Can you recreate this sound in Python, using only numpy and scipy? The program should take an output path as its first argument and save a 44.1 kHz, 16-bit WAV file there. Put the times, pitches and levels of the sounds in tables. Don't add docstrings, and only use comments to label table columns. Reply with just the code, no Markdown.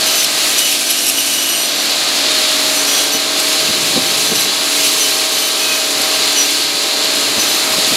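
import sys
import numpy as np
from scipy import signal
from scipy.fft import rfft, irfft, next_fast_len
from scipy.io import wavfile
from scipy.ndimage import map_coordinates

SR = 44100
rng = np.random.default_rng(int(sys.argv[2]) if len(sys.argv) > 2 else 0)


def unload_audio(sound):
    columns = np.transpose(np.atleast_2d(sound))
    steps = np.round(np.clip(columns, -1, 1) * 32767)
    wavfile.write(sys.argv[1], SR, steps.astype(np.int16))


N = 351036
T = np.arange(N) / SR


def amp(db):
    return 10 ** (np.asarray(db) / 20)


def unit(x):
    return x / np.sqrt(np.mean(x ** 2) + 1e-20)


def along(points, hz):
    f, v = np.transpose(points)
    return np.interp(np.log(hz + 1), np.log(f + 1), v)


def curves(rows):
    times, *columns = np.transpose(rows)
    return [np.interp(T, times, column) for column in columns]


def wobble(rate):
    knots = rng.standard_normal(int(N * rate / SR) + 4)
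    coarse = T[::16]
    return np.interp(T, coarse, map_coordinates(knots, [coarse * rate]))


def filtered(x, response):
    size = next_fast_len(N + SR // 4)
    return irfft(rfft(x, size) * response(np.fft.rfftfreq(size, 1 / SR)), size)[..., :N]


def coloured(x, spectrum):
    return unit(filtered(x, lambda hz: amp(along(spectrum, hz))))


def noise():
    return rng.standard_normal(N)


def angle(rate):
    return 2 * np.pi * np.cumsum(rate) / SR


def swell(s, width):
    return np.exp(-.5 * np.minimum(((T - s) / width) ** 2, 10 ** 2))


def echo(x, t60):
    t = T[:SR // 6]
    tail = rng.standard_normal(len(t)) * amp(-60 * t / t60)
    return signal.fftconvolve(x, tail / np.linalg.norm(tail))[:N]


# f/Hz, level/dB
RUMBLE_COLOUR = [(20, -29), (45, -24), (80, -14), (125, -1), (175, 2), (240, 0), (400, -1), (900, -29),
                 (2000, -70)]
# f/Hz, level/dB
BUMP_COLOUR = [(25, -48), (70, -13), (130, -11), (240, 3.5), (330, -4.5), (520, -4), (900, -19),
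               (2000, -55)]
# t/s, relative level/dB
PUFFS = [(3.149, -17), (3.694, -13), (3.963, -16), (3.974, -11.5), (4.319, -12), (4.459, -22), (5.99, -23),
         (7.17, -22.5), (7.379, -16), (7.78, -18), (7.919, -13)]

def wind():
    breeze = amp(-46.5 + 1.7 * wobble(8.3))
    gusts = sum(amp(db - 24.5) * swell(s, width=.14) for s, db in PUFFS)
    rumble = coloured(noise(), RUMBLE_COLOUR) * np.hypot(breeze, gusts)
    bumps = sum(amp(db - 7) * swell(s + 0.0054, width=0.0087) for s, db in PUFFS)
    return rumble + bumps * coloured(noise(), BUMP_COLOUR)


# t/s, crankshaft speed/(turns per s)
ENGINE_SPEED = [(0.15, 31.61), (0.5, 31.47), (1.15, 30.81), (1.65, 30.79), (2.5, 31.36), (3.5, 31.75),
                (4.3, 31.9), (5.4, 31.72), (7.7, 31.7)]
# cycles per crankshaft turn, relative level far/dB, relative level near/dB
ENGINE_TONES = [(4.05, -54, -53.5), (7.59, -46, -48.5), (9, -36.5, -35), (10.11, -44, -42),
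                (10.84, -41, -42.5), (11.35, -48, -42), (11.96, -61, -51), (13.12, -64, -38),
                (14.02, -45, -37), (15.8, -47, -54), (18.13, -41.5, -38), (21.9, -39, -51.5),
                (24.6, -42.5, -38), (30.13, -56, -42.5), (32.7, -46, -44), (34.2, -58, -40.5),
                (36.34, -50, -42.5), (40.07, -43.5, -38.5), (49.9, -39.5, -37.5), (51.45, -43.5, -46)]
# t/s, relative level/dB
GEAR_WHINE = [(0.08, -27.5), (0.21, -32.5), (1.05, -40), (2.76, -27.5), (2.89, -34.5), (3.59, -28.5),
              (3.89, -35), (6.14, -29), (6.62, -38), (7.09, -28.5), (7.31, -35), (7.85, -29.5)]
# f/Hz, level/dB
ROAR_COLOUR = [(40, -65), (100, -19), (200, -8.5), (280, -2), (380, -0.5), (510, -3), (600, -1), (800, -1),
               (920, -2.5), (1250, 0), (1480, -2.5), (1620, -1), (2300, -3), (3200, -12.5), (5300, -70)]
# t/s, engine roar level/dB, relative blade whirr level/dB
MACHINE_LEVELS = [(0.05, -24.5, -18), (0.16, -24, -18.5), (0.2, -27, -19.5), (0.55, -24.5, -19.5),
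                  (0.68, -29.5, -22), (1.19, -29, -23), (1.52, -27.5, -22), (2.22, -23.5, -17),
                  (3.01, -24, -19), (3.14, -27, -20), (3.45, -25.5, -18), (5.86, -27, -20),
                  (6.21, -23.5, -18), (6.65, -28.5, -19), (7.0, -24.5, -18.5), (7.52, -24.5, -18.5),
                  (7.68, -23.5, -19.5), (7.92, -25, -19)]
APPROACH_START_S, APPROACH_LENGTH_S = 2.04, .9

def tractor():
    crank = angle(curves(ENGINE_SPEED)[0] * (1 + 0.00118 * wobble(14)))
    near = np.clip((T - APPROACH_START_S) / APPROACH_LENGTH_S, 0, 1)
    whine_db = curves(GEAR_WHINE)[0] - 1.0 + 0.98 * wobble(6)
    tones = amp(whine_db) * np.sin(20 * crank + 0.12 * wobble(40))
    for per_turn, far_db, near_db in ENGINE_TONES:
        level_db = far_db + (near_db - far_db) * near + 2 * wobble(5)
        blur = 0.032 * per_turn * wobble(18)
        tones += amp(level_db - 0.95) * np.sin(per_turn * crank + blur)
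    firing = 1 + 0.07 * np.cos(2 * crank) + 0.069 * np.cos(crank)
    roar = coloured(noise() * firing, ROAR_COLOUR)
    roar_db = curves(MACHINE_LEVELS)[0] + 0.38 * wobble(8.7)
    return np.sqrt(2) * tones + roar * amp(roar_db)


# f/Hz, level/dB
WHIRR_COLOUR = [(300, -70), (1000, -38), (2000, -12.5), (2600, -8), (3500, -5), (3950, -1), (4200, 1),
                (4450, -1.5), (4800, -4.5), (5600, -11.5), (7200, -11), (8200, -19), (12000, -25),
                (15800, -42)]
# t/s, rise/dB, half length/s
BOUGHS = [(.45, 1, .06), (1.9, 1, 0.066), (2.45, 1, .1), (4.831, 1.5, .07), (6.27, 2, 0.037),
          (7.84, 2.4, .05)]

def blades():
    shares = np.array([amp(5.1 * wobble(3.025)) for _ in range(4)])
    shares /= np.linalg.norm(shares, axis=0)
    ringing = sum(share * echo(noise(), t60=.14) for share in shares)
    whirr = coloured(0.78 * noise() + ringing, WHIRR_COLOUR)
    running_db = curves(MACHINE_LEVELS)[1] + 1.97
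    surge_db = sum(db * swell(s, width) for s, db, width in BOUGHS)
    return whirr * amp(running_db + surge_db + 0.36 * wobble(30))


# t/s, relative level/dB
BRUSHWOOD = [(0.02, -23.5), (0.24, -23), (0.26, -26), (0.39, -22), (1.54, -23.5), (1.63, -27), (2.79, -24),
             (2.97, -23.5), (3.3, -27.5), (3.39, -23.5), (4.37, -23.5), (4.4, -23.5), (4.51, -26.5),
             (4.84, -20.5), (5.37, -25), (6.6, -24), (6.73, -27), (7.92, -22.5)]
# f/Hz, level/dB
SHRED_COLOUR = [(500, -60), (1500, -19), (2500, 2), (3200, 1), (4000, -6), (5300, 1.5), (6500, 1),
                (7300, 1.5), (8200, -1.5), (10500, -0.5), (12000, -4.5), (13300, -8.5), (14500, -12),
                (15800, -21)]

def shredding():
    snap_here = rng.random(N) < 700 / SR
    snaps = snap_here * amp(3.4 * np.minimum(rng.exponential(size=N), 4))
    snap_fade = amp(-60 * T[:SR // 200] / .0025)
    crackle = unit(signal.fftconvolve(snaps, snap_fade)[:N] * noise())
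    clumps_db = .7 * wobble(14)
    spray = coloured(noise() + 0.41 * crackle, SHRED_COLOUR)
    return spray * amp(curves(BRUSHWOOD)[0] + 4 + clumps_db + 0.53 * wobble(55))


# f/Hz, level/dB
RASP_COLOUR = [(1000, -40), (2800, 12), (4200, -3), (5350, 12.5), (6500, -3), (8100, 10.5), (9500, -5.5),
               (11200, 10.5), (13500, -7), (15800, -16)]
# t/s, relative level/dB, half length/s
RIPS = [(0.242, -20.5, 0.0073), (0.589, -18, 0.0091), (.725, -20, .01), (0.907, -17.5, 0.014),
        (.99, -23, .015), (1.084, -16.5, 0.016), (1.274, -21, 0.0077), (3.404, -22, .01),
        (4.359, -17.5, 0.0056), (4.41, -18, 0.013), (4.854, -20, .014), (4.932, -21, .007),
        (6.02, -25, .008), (7.05, -24, .01)]

def ripping():
    fibres = unit(amp(3 * wobble(220)))
    bursts = sum(amp(db) * swell(s, width) * echo(noise(), t60=0.022) for s, db, width in RIPS)
    return filtered(fibres * bursts, lambda hz: amp(along(RASP_COLOUR, hz)))


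# f/Hz, relative level/dB
BLADE_NOTES = [(3321, -25.5), (5507, -38), (5782, -25), (6390, -27.5), (8247, -42), (8780, -31),
               (9189, -35), (9916, -39), (12091, -34.5)]

def rubbing():
    def note(hz, db):
        level = amp(db + 2.4 * wobble(50))
        return level * np.sin(2 * np.pi * hz * T + .9 * wobble(130))

    chord = sum(note(hz, db + .4) for hz, db in BLADE_NOTES) * swell(2.96, width=0.078)
    single = note(hz=2525, db=-23.5) * swell(5.71, width=0.064)
    return np.sqrt(2) * (chord + single)


TEETH_PER_TURN = 96
SPIN_LAG_S = 0.0105
CUT_ATTACK_S, CUT_RELEASE_S = .007, .025

def tooth_rate():
    drag_hz = sum(slow_hz * ((T > s) & (T < s + length + CUT_RELEASE_S))
                  for s, length, _, _, slow_hz in CUTS)
    inertia = np.exp(-1 / (SPIN_LAG_S * SR))
    smooth_drag_hz = signal.lfilter([1 - inertia], [1, -inertia], drag_hz)
    return TEETH_PER_TURN * curves(ENGINE_SPEED)[0] - smooth_drag_hz


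def scream(even, odd, chatter, first_db, fourth_db, fifth_db, rough):
    phase = angle(tooth_rate() * (1 + 0.0015 * wobble(90)))
    levels = [odd * amp(first_db), even, odd, even * amp(fourth_db), odd * amp(fifth_db)]
    tone = np.zeros(N)
    for harmonic, level in enumerate(levels, 1):
        grain = unit(amp(3 * wobble(70)) * (1 + rough * wobble(500)))
        tone += level * grain * np.sin(harmonic * phase + chatter * wobble(350))
    return 1.17 * tone + 0.61 * echo(tone, t60=0.14)


# t/s, relative level/dB, half length/s, trim on odd harmonics/dB
BITES = [(.583, -16, .008, -18), (.655, -29, .022, 0), (3.135, -24, .012, -14), (4.28, -19, .008, -18),
         (5.005, -21, .018, -18), (5.06, -29, .021, 1), (6.38, -24.5, .008, 0), (6.404, -15.5, 0.023, -19),
         (7.4, -18, 0.015, -19)]

def bites():
    even = sum(amp(db) * swell(s, width) for s, db, width, _ in BITES)
    odd = sum(amp(db + odd_db) * swell(s, width) for s, db, width, odd_db in BITES)
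    return scream(even, odd, chatter=.35, first_db=7.5, fourth_db=-24, fifth_db=-20, rough=0.23)


# t/s, length/s, relative level/dB, trim on odd harmonics/dB, tooth rate drop/Hz
CUTS = [(0.058, 0.15, -20, -7, 6), (0.575, .14, -22, -4, 38), (0.858, 0.32, -28, -1, 21.4),
        (1.17, 0.16, -26, -2, 1.7), (1.331, 0.15, -26, -0.5, 22), (1.488, .17, -23.5, -1.5, 12.8),
        (1.68, .24, -28, -9, 16), (2.743, .05, -23.5, -5, 36), (2.863, 0.18, -22.5, -8, 8),
        (3.116, 0.045, -20, -11, 44), (4, 0.124, -33, -9, 14), (4.257, 0.059, -27, -5, 36),
        (4.342, .09, -25, -9, 110), (4.8, 0.091, -24, -9, 1), (4.98, 0.16, -24.5, -7, 27),
        (5.32, 0.16, -22.5, -5, 6.9), (5.59, 0.18, -25.5, -4, 22), (5.98, 0.19, -29, -9, 8),
        (6.362, .11, -28, -13, 113), (7.38, 0.054, -25, -11, 16), (7.46, 0.12, -23.5, -6, 17),
        (7.85, .09, -28, -11, 23)]
LIGHT_CUT_HZ, DEEP_SAG_HZ = 3030, 90

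def cuts():
    depth = np.clip((LIGHT_CUT_HZ - tooth_rate()) / DEEP_SAG_HZ, 0, 1)
    even, odd = np.zeros(N), np.zeros(N)
    for s, length, db, odd_db, _ in CUTS:
        entering = np.clip((T - s) / CUT_ATTACK_S, 0, 1)
        leaving = np.clip((s + length - T) / CUT_RELEASE_S + 1, 0, 1)
        level = amp(db - 0.5) * entering * leaving
        even += level
        odd += level * amp(odd_db)
    song = scream(even, odd, chatter=.42 + .2 * depth, first_db=1.0 + .8 * depth,
                  fourth_db=-5 + 2.3 * depth, fifth_db=-14, rough=0.42)
    chips = amp(-6.5) * even * coloured(noise(), RASP_COLOUR)
    return song + chips


# f/Hz, side level/dB
STEREO_WIDTH = [(100, -50), (1500, -63), (3200, -71), (6000, -27.5), (8500, -20.5), (10000, -16.5),
                (13000, -7.5)]

def scene():
    saw = blades() + shredding() + ripping() + cuts() + bites() + rubbing()
    echoes = sum(wobble(5.3) * echo(saw, t60=0.074) for _ in range(6)) / np.sqrt(6)
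    side = filtered(echoes, lambda hz: amp(along(STEREO_WIDTH, hz)))
    middle = saw + tractor() + wind()
    return np.array([middle + side, middle - side])


# f/Hz, level of left over right/dB
BALANCE = [(4000, 0), (10000, -0.5), (13500, -1.3)]
PEAK_LIMIT, TOP_HZ = .88, 15800

def record(dry):
    tilted = filtered(dry, lambda hz: amp(np.outer([.5, -.5], along(BALANCE, hz))))
    rounded = tilted / (1 + np.abs(tilted / PEAK_LIMIT) ** 10) ** (1 / 10)
    return filtered(rounded, lambda hz: hz < TOP_HZ)


dry = scene()
out = record(dry)
unload_audio(out)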